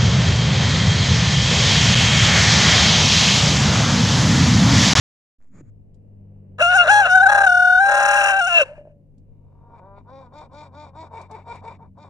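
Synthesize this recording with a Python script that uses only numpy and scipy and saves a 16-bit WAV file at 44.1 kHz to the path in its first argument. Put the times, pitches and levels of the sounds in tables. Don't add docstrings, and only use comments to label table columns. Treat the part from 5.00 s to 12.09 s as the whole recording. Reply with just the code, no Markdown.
import sys
import numpy as np
from scipy import signal
from scipy.fft import rfft, irfft, next_fast_len
from scipy.io import wavfile
from scipy.ndimage import uniform_filter1d

SR = 44100
rng = np.random.default_rng(int(sys.argv[2]) if len(sys.argv) > 2 else 0)


def gain_from_decibels(decibels):
    exponent = np.asarray(decibels, float) / 20
    return 10 ** exponent


def store_pcm(level_fs):
    pcm = np.round(np.clip(level_fs, -1, 1) * 32767).astype(np.int16)
    wavfile.write(sys.argv[1], SR, np.atleast_2d(pcm).T)


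N = 312669

# time in seconds, pitch in Hz, voice level in dB.
CROW_MELODY = [(1.585, 491.3, -45), (1.6, 505, -32.5), (1.615, 617, -14), (1.625, 704, -14),
               (1.66, 688.5, -15.5), (1.715, 735, -15), (1.735, 709.3, -13.5), (1.765, 788.4, -13.5),
               (1.78, 713, -13.5), (1.81, 702, -11), (1.84, 687, -21), (1.865, 576.3, -23),
               (1.885, 700, -16.5), (1.9, 772.5, -10), (1.912, 828.3, -11.5), (2.0, 827, -11.5),
               (2.02, 787, -13.5), (2.045, 740, -19.5), (2.062, 680.3, -14), (2.08, 759, -24),
               (2.11, 722.7, -14.5), (2.165, 757, -7), (2.185, 740, -11), (2.212, 733.5, -10.5),
               (2.228, 790, -9), (2.252, 778.6, -13), (2.268, 746, -7.5), (2.29, 823.4, -12.5),
               (2.455, 782, -12.5), (2.475, 733, -10), (2.5, 719.2, -13), (2.7, 726.8, -12),
               (2.79, 735.5, -12), (2.81, 785.5, -13), (2.95, 808.5, -16), (3.15, 812, -16.5),
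               (3.31, 793, -18.5), (3.33, 768, -17.5), (3.4, 790.6, -16.5), (3.415, 703, -17),
               (3.46, 698, -20.5), (3.478, 764.5, -18.5), (3.5, 696, -23), (3.57, 675, -21.5),
               (3.598, 631, -20), (3.62, 565, -14), (3.635, 510, -27.5), (3.65, 553.7, -52)]
# time in seconds, then shares 0-1 of every-second-cycle swing,
# second voice, throb depth and hoarseness.
CROW_MANNER = [(1.6, 0.2, 0, .05, 0.88), (1.63, .9, 0.03, 0, 0.1), (1.69, 0, 0.5, 0, 0.14),
               (1.72, 0.7, 0.1, 0, 0.3), (1.81, 0.1, 0, 0.4, 0.27), (1.835, 0.3, .3, 0.2, 0.6),
               (1.875, .1, 0.4, .1, 0.81), (1.9, 0, 0, 0.4, 0.48), (2.02, 0, .6, 0, 0.42),
               (2.08, 0.2, 0.1, 0.4, 0.74), (2.12, .1, 0.5, .05, 0.06), (2.16, 0, .7, 0.4, 0.14),
               (2.27, .15, .1, .3, 0.26), (2.3, 0, 0.5, 0.2, 0.63), (2.45, .3, 0, 0.21, 0.51),
               (2.49, 0, 0.4, 0.6, 0.1), (2.78, 0, 0.4, .4, 0.06), (2.82, 0, 0, 0.1, 0),
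               (2.9, 0, 0.7, 0.08, .7), (3.3, .13, 0.4, 0.02, 0.66), (3.34, 0.4, .7, 0.08, 0.44),
               (3.46, 0, 1, 0, 0.17), (3.49, .95, 0, 0.06, 0.18), (3.56, .95, 0, 0.34, 0.42),
               (3.6, .4, 0, 0.5, .65), (3.63, .1, 0, .1, 0.54)]
# time in seconds, throbs so far.
THROB_COUNT = [(2.131, 0), (2.181, 2), (2.268, 5), (2.474, 12), (2.783, 24), (2.866, 27), (3.004, 32),
               (3.087, 35), (3.291, 43), (3.5, 51)]
# pitch in Hz, octave over fundamental in dB,
# beak ring over voice in dB before hoarseness lifts it.
GAIN_BY_PITCH = [(490, 2.5, -22), (556, -28, -39.5), (650, -28, -24), (675, -19, -22.5), (694, 5, -30.5),
                 (723, 6, -33), (732.7, 7.5, -29), (762, 1.5, -36.5), (817.2, -3.5, -32),
                 (832.8, -7, -24.5)]
# time in seconds, throat ring over voice in dB, treble over voice in dB
UPPER_BANDS = [(1.6, -7, -16.5), (1.63, -8.5, -22.5), (1.72, -16.5, -29.5), (1.765, -23.5, -18),
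               (1.81, -7.5, -30.5), (1.86, -21, -23.5), (1.89, -14, -23.5), (1.93, -27, -19.5),
               (2.01, -26.5, -27), (2.05, -13.5, -28.5), (2.11, -23.5, -23), (2.15, -31.5, -30),
               (2.26, -35.5, -32.5), (2.31, -25, -22.5), (2.46, -27.5, -26), (2.78, -35.5, -33.5),
               (2.95, -20.5, -18.5), (3.3, -9.5, -14.5), (3.35, -19, -28), (3.46, -14, -18.5),
               (3.57, 3, -20), (3.63, -9, -24)]
# resonance in Hz, width in Hz, relative level in dB.
LOW_THROAT = [(603, 54, -5), (1044, 34, -12.5), (1265.6, 86, -7.5), (1534, 110, -6), (1550, 694, -16.5),
              (1603, 120, -8.5)]
MID_THROAT = [(2592, 67, -5), (2717.5, 86, 10.5)]
BEAK_RING = [(3321, 67, 2.5), (3848, 840, 0.5), (4440, 140, -18)]
HIGH_THROAT = [(5054, 230, -1.5), (5793, 460, 0), (6878, 350, 0.3)]
TOP_THROAT = [(8494, 560, 9.5), (9570, 180, -6), (12500, 2400, -25), (13900, 190, -18)]
# time in seconds, pitch in Hz, level in dB.
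GURGLE_NOTE = [(3.66, 529.6, -38), (3.676, 515.7, -55), (3.69, 584.7, -40.5), (3.72, 587.7, -37),
               (3.758, 655.3, -55), (3.77, 672, -56), (3.782, 581.6, -43.5), (3.852, 580, -53),
               (3.87, 603, -46.5), (4.1, 532.5, -77)]
# time in seconds, strength in dB.
GURGLE_POPS = [(3.78, -33), (3.812, -39), (3.853, -37), (3.873, -35.5)]
# time in seconds, level in dB.
EXHALE_LEVEL = [(3.655, -46), (3.743, -60.5), (3.779, -57.5), (3.845, -77.5), (3.853, -74), (3.919, -75.5),
                (3.94, -90)]
# frequency in Hz, relative density in dB per Hz.
EXHALE_COLOUR = [(530, -24.5), (900, 2), (1120, -9), (1730, -2.5), (1910, -16.5), (2780, -5), (3300, -29),
                 (9000, -29.5), (11700, -61.5), (19800, -120)]

# time in seconds, pitch in Hz, clear voice in relative dB,
# husky part in dB, throat ring in dB, treble in dB.
MOAN = [(4.28, 233, -100.5, -84.5, -99, -105), (4.69, 233.3, -66, -58, -92, -96),
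        (4.75, 233.1, -56, -54, -73, -83), (4.795, 196.6, -71, -50.5, -66, -79),
        (4.82, 180.6, -57, -62, -88, -97), (4.86, 195.3, -56, -55, -84, -89),
        (4.93, 197.7, -55, -73, -86.5, -97), (4.986, 202.5, -56.5, -52, -65.5, -72),
        (5.03, 186.6, -93, -69, -90, -100)]
# start in seconds, length in seconds, pitch in Hz,
# clear voice, husky part and upper rings in dB, all three offset by the course.
MELLOW_CLUCKS = [(5.05, .25, 265, -49.5, -46.5, -64.5), (5.31, 0.17, 297.7, -49.5, -41.5, -57.5),
                 (5.5, .2, 295, -49, -42.5, -55.5), (5.71, .21, 295, -48, -43.5, -57),
                 (5.93, .165, 316, -47, -40.5, -57), (6.96, 0.1433, 296.6, -56, -43, -62.5)]
SHARP_CLUCKS = [(6.1, .175, 459, -42, -35.5, -48), (6.28, .16, 442.7, -40.5, -39.5, -51.5),
                (6.445, .165, 471.6, -41.5, -36, -44.5), (6.612, .16, 456.7, -42, -36.5, -48),
                (6.78, .11, 457.4, -52.5, -47, -69.5)]
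# share of length, pitch ratio,
# then clear voice, husky part, throat ring and treble in dB against the cluck's own levels.
MELLOW_COURSE = [(0, .84, -22, -21, -33.5, -42), (0.171, .95, -5.5, -6, -14, -9),
                 (.3, 1.005, -1, -14, -7.5, -8), (.45, 1.02, 0, -21, -3, -2),
                 (0.622, 1.015, -1.5, -4, -3, -5), (.75, .96, -9, -5.5, -8, -10),
                 (.88, .91, -10.5, -10.5, -11.5, -13.5), (1.001, .88, -28, -20, -36, -43)]
SHARP_COURSE = [(0, 1.0, -37, -19, -40, -44), (0.201, .99, -8.5, -5, -14, -18.5),
                (.46, 1.0, 0, -12.5, -2, -14), (0.601, 0.55, -15, -5.5, -8.5, -16),
                (.9, 1.0, -19.5, -19, -13, -27), (1.001, 1.0, -33, -28.5, -26, -31)]
# resonance in Hz, width in Hz, relative level in dB.
CLUCK_LOW = [(332, 340, -6), (570, 76, 4), (902, 120, 3), (1228, 40, -2.5), (1425, 43, -1)]
CLUCK_HUSK = [(413, 410, 2), (780, 480, 8.5), (936, 138, 12), (1090, 100, -3.5), (1360, 250, -17)]
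CLUCK_RING = [(1680, 840, -4), (2116, 160, 5.5), (2344, 45, 14.5), (2520, 100, -46)]
CLUCK_HIGH = [(3130, 600, -3.5), (3696, 240, 6), (4390, 700, -0.5), (5710, 630, -1.5), (6443, 660, -2),
              (7750, 2100, -4)]

# frequency in Hz, left minus right in dB.
PORT_BALANCE = [(0, 2), (300, -2), (800, 2), (1500, 4), (2400, 7), (3000, 3), (3700, -6), (4400, -2),
                (5100, 6), (7200, 11), (8000, -1), (9000, -10), (10000, -18), (11500, 0), (16000, 0)]
# frequency in Hz, lead in radians.
CROW_LEAD = [(0, 0), (800, -.1), (1450, -.6), (1650, -1.6), (2100, -1.8), (2800, -3.8), (3600, -5.1),
             (4200, -5.1), (5000, -4.7), (6000, -6.5), (7000, -8.3), (8600, -10.8), (10500, -13.6),
             (16000, -14)]
CLUCK_LEAD = [(0, 0), (800, .5), (2200, .4), (3000, .8), (3700, .3), (4200, 2.4), (5500, .3), (7200, 0),
              (16000, -3)]

# time in seconds, level at the onset in dB.
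LITTER_TICKS = [(.943, -70), (4.18, -71), (5.384, -62), (6.215, -55), (6.312, -54.5), (6.556, -56)]
# frequency at speed ratio 1 in Hz, level in dB before the swell,
# share of the swell followed.
MOTOR_LINES = [(99.7, -52.5, 1.0), (151, -57, 0.3), (198, -61.5, 0.89)]
# time in seconds, speed ratio, swell in dB.
MOTOR_COURSE = [(.7, 1.0, 3), (.95, 1.0, -1), (1.23, 1.0, 9), (2.25, 0.92, 7), (2.8, 0.87, -0.5),
                (3.8, 1.0, -4.5), (4.65, 0.98, -2), (5.5, 0.96, -2.5), (5.8, 0.9, 4.5), (7.09, 0.98, 3)]
# time in seconds, then air on the ports, traffic rumble and murmur in relative dB.
YARD_LEVELS = [(.39, -73, -71, -125), (.46, -71, -70, -120), (.556, -56, -52.5, -70), (.7, -50.5, -60, -70),
               (1.46, -55, -60.5, -63.5), (1.6, -50.5, -59, -65.5), (3.4, -52.5, -64.5, -70),
               (4.0, -57.5, -60, -71.5), (4.4, -50.5, -62.5, -68), (5.2, -59, -59.5, -68),
               (7.09, -58, -57, -73.5)]
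# frequency in Hz, relative density in dB per Hz.
RUMBLE_COLOUR = [(60, -0.5), (120, -2), (200, -4), (270, -3.5), (350, -17.5), (450, -29.5)]
MURMUR_COLOUR = [(330, -4.5), (480, -2.5), (650, -12), (900, -22.5), (1400, -37.5), (3000, -36.5)]
# time in seconds, pitch in Hz, level in dB.
START_TONE = [(.51, 216, -77), (.54, 197.4, -47), (.6, 165, -44.5), (.66, 114, -47), (.72, 95.7, -68)]
# time in seconds, level in dB before it is chopped.
RUSTLE_LEVEL = [(0.4, -76), (0.426, -68.5), (0.504, -80), (0.548, -59.5), (0.586, -55.5), (0.612, -55.5),
                (0.622, -77), (0.7, -67)]
# frequency in Hz, relative density in dB per Hz.
RUSTLE_COLOUR = [(180, -24), (300, -1.5), (955, -18), (1280, -13.5), (2340, -19), (2860, -36), (5990, -36),
                 (6880, -17), (12000, -74), (15600, -85), (22000, -120)]
OPEN_S = .385


def rms_one(x):
    return x / np.sqrt(np.mean(np.abs(x) ** 2) + 1e-20)


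def in_time(rows):
    s, *columns = np.transpose(rows)
    return [np.interp(np.arange(N) / SR, s, c) for c in columns]


def gate(rows, fade=0.0025):
    first, last = rows[0][0], rows[-1][0]
    return in_time([(first - fade, 0), (first, 1), (last, 1), (last + fade, 0)])[0]


def cycles(hz):
    return 2 * np.pi * np.cumsum(hz) / SR


def wander(hz):
    white = rng.standard_normal(N) + 1j * rng.standard_normal(N)
    return rms_one(signal.lfilter(*signal.butter(2, hz, fs=SR), white))


def coloured(spectrum, alike):
    size = next_fast_len(N)
    mid, side = rng.standard_normal((2, size))
    hz = np.fft.rfftfreq(size, 1 / SR) + 1
    at, db = np.transpose(spectrum)
    shape = gain_from_decibels(np.interp(np.log(hz), np.log(at), db, left=-80, right=-80))
    pair = np.sqrt(1 + alike) * mid + np.sqrt(np.maximum(1 - alike, 0)) * side * [[1], [-1]]
    return rms_one(irfft(rfft(pair) * shape, size)[:, :N])


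def throat(x, modes, steep):
    out = 0
    for k, (hz, width, db) in enumerate(modes):
        r = np.exp(-np.pi * width / SR)
        pole = [1, -2 * r * np.cos(2 * np.pi * hz / SR), r * r]
        ring = signal.lfilter([(1 - r * r) / 2, 0, (r * r - 1) / 2], pole, x)
        out = out + (-1) ** k * gain_from_decibels(db) * ring
    out = signal.sosfilt(signal.butter(4, steep, "band", fs=SR, output="sos"), out)
    return out / np.sqrt(uniform_filter1d(out ** 2, size=1764) + 1e-9)


def pulses(phase, count):
    turn = np.exp(1j * phase)
    return turn * (1 - turn ** count) / (1 - .999999 * turn)


def hoarse(train, share, hz):
    share = np.clip(share, 0, 1)
    return (train * (np.sqrt(1 - share) + np.sqrt(share) * wander(hz))).real


def crow():
    pitch, voice_db = in_time(CROW_MELODY)
    half, second, depth, rough = np.clip(in_time(CROW_MANNER), 0, .99)
    at, *laws = np.transpose(GAIN_BY_PITCH)
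    over_db, beak_over_db = [np.interp(pitch, at, law) for law in laws]
    first_db = voice_db - 10 * np.log10(1 + gain_from_decibels(2 * over_db))
    octave_db = first_db + over_db
    rasp_db = voice_db - 40 + 51 * rough + 15 * half
    beak_db = voice_db + beak_over_db + 9.5 * rough
    ring_db, treble_db = voice_db + in_time(UPPER_BANDS)

    throb = np.exp(2j * np.pi * in_time(THROB_COUNT)[0])
    phase = cycles(pitch * (1 + 0.02 * depth * throb.real + 0.016 * rough * wander(100).real))
    shake = np.exp(.5j * rough * wander(120).real) * (1 + .15 * rough * wander(120).real)
    first = np.exp(1j * phase) * shake * (1 - .2 * depth * throb)
    out = np.sqrt(2) * gain_from_decibels(first_db) * first.imag
    octave = np.exp(2j * phase) * shake * (1 + depth * throb) / np.sqrt(1 + depth ** 2)
    out += np.sqrt(2) * gain_from_decibels(octave_db) * octave.real

    train = pulses(phase, count=20)
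    gap = cycles((pitch - 575.7) * (1 + 0.05 * wander(40).real))
    uneven = np.sqrt(half) * np.cos(phase / 2)
    uneven = uneven + np.sqrt(second) * np.cos(gap)
    uneven = uneven + np.sqrt(np.maximum(1 - half - second, .01)) * 0.94 * wander(340)
    rasp = throat((train * uneven).real, LOW_THROAT, [480, 2150])
    out += gain_from_decibels(rasp_db) * rasp * (1 - .5 * depth * throb.real)

    strong_weak = train * (1 + .8 * half * np.cos(phase / 2))
    upper = hoarse(strong_weak, 1.6 * rough ** 2.2, 270)
    out += gain_from_decibels(ring_db) * throat(upper, MID_THROAT, [2050, 3050]) * (1 + 0.91 * depth * throb.real)
    out += gain_from_decibels(beak_db) * throat(upper, BEAK_RING, [3200, 4250])

    puff = 1 + np.clip(0.88 * np.maximum(depth, second), 0, .95) * throb.real
    upper = hoarse(strong_weak, .04 + 1.5 * rough ** 2, 350)
    high = throat(throat(upper, HIGH_THROAT, [4850, 7400]), HIGH_THROAT, [4850, 7400])
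    out += gain_from_decibels(treble_db - 3.5) * high * puff
    out += gain_from_decibels(treble_db - 7.5) * throat(upper, TOP_THROAT, [7700, 15500])
    choke = np.clip(5.7 * depth * rough, 0, .9) * ((1 - throb.real) / 2) ** 3
    return out * (1 - choke) * gate(CROW_MELODY)


def gurgle():
    pitch, db = in_time(GURGLE_NOTE)
    note = np.sqrt(2) * gain_from_decibels(db) * hoarse(np.exp(1j * cycles(pitch)), 0.18, 56) * gate(GURGLE_NOTE)
    clicks = np.full(N, 1e-18)
    for s, strength_db in GURGLE_POPS:
        clicks[round(s * SR)] = gain_from_decibels(strength_db)
    soft = signal.lfilter(*signal.butter(3, 900, fs=SR), clicks)
    r, w = np.exp(-1 / (0.0089 * SR)), 2 * np.pi * 610 / SR
    pops = signal.lfilter([0, np.sin(w)], [1, -2 * r * np.cos(w), r * r], soft)
    air = gain_from_decibels(in_time(EXHALE_LEVEL)[0]) * coloured(EXHALE_COLOUR, alike=0.75)[0]
    return note + air * gate(EXHALE_LEVEL, fade=0.0157) + pops


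def played(calls, course):
    notes = []
    for s, length, hz, clear_db, husky_db, upper_db in calls:
        notes.append([(s + length * share, hz * ratio, clear_db + clear, husky_db + husky,
                       upper_db + ring, upper_db + treble)
                      for share, ratio, clear, husky, ring, treble in course])
    return notes


def clucks():
    calls = [MOAN] + played(MELLOW_CLUCKS, MELLOW_COURSE) + played(SHARP_CLUCKS, SHARP_COURSE)
    calls = sorted(calls)
    pitch, clear_db, husky_db, ring_db, treble_db = in_time(np.concatenate(calls))
    train = pulses(cycles(pitch * (1 + 0.0051 * wander(32.7).real)), count=24)
    voice = gain_from_decibels(clear_db + 5.5) * throat(hoarse(train, 0.022, 67.7), CLUCK_LOW, [240, 1320])
    voice += gain_from_decibels(husky_db) * throat(hoarse(train, 0.89, 640), CLUCK_HUSK, [350, 1600])
    husk = 1 / (1 + gain_from_decibels(2 * (clear_db - husky_db)))
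    airy = rms_one(hoarse(train, .2, 200)) * (1.2 - husk)
    airy = airy + (.12 + .45 * husk) * rng.standard_normal(N)
    voice += gain_from_decibels(ring_db) * throat(airy, CLUCK_RING, [1650, 2950])
    breathy = airy + .55 * rng.standard_normal(N)
    treble = throat(throat(breathy, CLUCK_HIGH, [2800, 11500]), CLUCK_HIGH, [2800, 11500])
    voice += gain_from_decibels(treble_db) * treble
    return voice * sum(gate(call, fade=0.0098) for call in calls).clip(0, 1)


def at_microphones(x, lead, echo_db, echo_s):
    size = next_fast_len(N)
    hz = np.fft.rfftfreq(size, 1 / SR)
    half = gain_from_decibels(np.interp(hz, *np.transpose(PORT_BALANCE)) / 2)
    half = half * np.exp(.5j * np.interp(hz, *np.transpose(lead)))
    pair = np.array([half, 1 / half])
    pair /= np.maximum(np.abs(pair.mean(axis=0)), .55)
    t = np.arange(SR // 3) / SR
    scatter = rng.standard_normal((2, len(t))) * np.exp(-t / echo_s) * (t > .002)
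    scatter *= gain_from_decibels(echo_db) / np.sqrt(np.sum(scatter ** 2, axis=1, keepdims=True))
    return irfft(rfft(x, size) * (pair + rfft(scatter, size)), size)[:, :N]


def ticks():
    t = np.arange(N) / SR
    shape = sum(gain_from_decibels(db) * np.exp(-np.abs(t - s) / .009) * (t > s) for s, db in LITTER_TICKS)
    return shape * coloured([(2500, -1), (4500, 4.5), (8000, 2), (12000, -16.5)], alike=0.24)


def motor():
    speed, swell_db = in_time(MOTOR_COURSE)
    out = 0
    for hz, db, share in MOTOR_LINES:
        level = gain_from_decibels(db + share * swell_db + wander(2.6).real)
        line = hoarse(np.exp(1j * cycles(hz * speed)), 0.03, 1.4)
        out = out + np.sqrt(2) * level * line
    return out * gate(MOTOR_COURSE, fade=0.14) * gain_from_decibels(np.array([[.8], [-.8]]))


def yard():
    air_db, rumble_db, murmur_db = in_time(YARD_LEVELS)
    air = gain_from_decibels(air_db + 1.8 * wander(7.1).real + 1.2 * wander(1.5).real)
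    air = air * coloured([(12, -5.0), (30, 4.0), (55, -8.5), (85, -4)], alike=.2)
    air = air * gain_from_decibels(np.array([[3.0], [-1.5]]))
    rumble = gain_from_decibels(rumble_db + 3.5 + wander(13).real) * coloured(RUMBLE_COLOUR, alike=0.86)
    murmur = gain_from_decibels(murmur_db + 4.0) * coloured(MURMUR_COLOUR, alike=0.19)
    hiss = gain_from_decibels(-91) * coloured([(100, -2), (2000, -2.5), (8000, -5), (16000, -8)], alike=0)
    return (air + rumble + murmur + hiss) * gate(YARD_LEVELS, fade=.01)


def start():
    t = np.maximum(np.arange(N) / SR - OPEN_S, 0)
    bump_long_s = .07
    bump = gain_from_decibels(-42) * t / bump_long_s * np.exp(1 - t / bump_long_s)
    hz, db = in_time(START_TONE)
    since = np.maximum(np.arange(N) / SR - .609, 0)
    tick = gain_from_decibels(-33) * np.sin(2 * np.pi * 300 * since) * np.exp(-since / 0.0035)
    rustle = gain_from_decibels(in_time(RUSTLE_LEVEL)[0]) * coloured(RUSTLE_COLOUR, alike=0.69) * gate(RUSTLE_LEVEL)
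    rustle *= np.where(t < .1, 4 * np.cos(np.pi * 100 * t) ** 40, 1)
    return bump + gain_from_decibels(db) * np.sin(cycles(hz)) * gate(START_TONE) + tick + rustle


def scene():
    crowing = at_microphones(crow() + gurgle(), CROW_LEAD, echo_db=-28, echo_s=.05)
    clucking = at_microphones(clucks(), CLUCK_LEAD, echo_db=-9, echo_s=.006)
    clucking = clucking * gain_from_decibels([[1.0], [0]])
    return crowing + clucking + ticks() + motor() + yard() + start()


def roll_off(x):
    return signal.sosfilt(signal.butter(12, 15600, fs=SR, output="sos"), x)


def record(dry):
    opened = np.arange(N) > OPEN_S * SR
    mix = np.clip(dry * opened, -1, 1)
    return roll_off(mix)


dry = scene()
out = record(dry)
store_pcm(out)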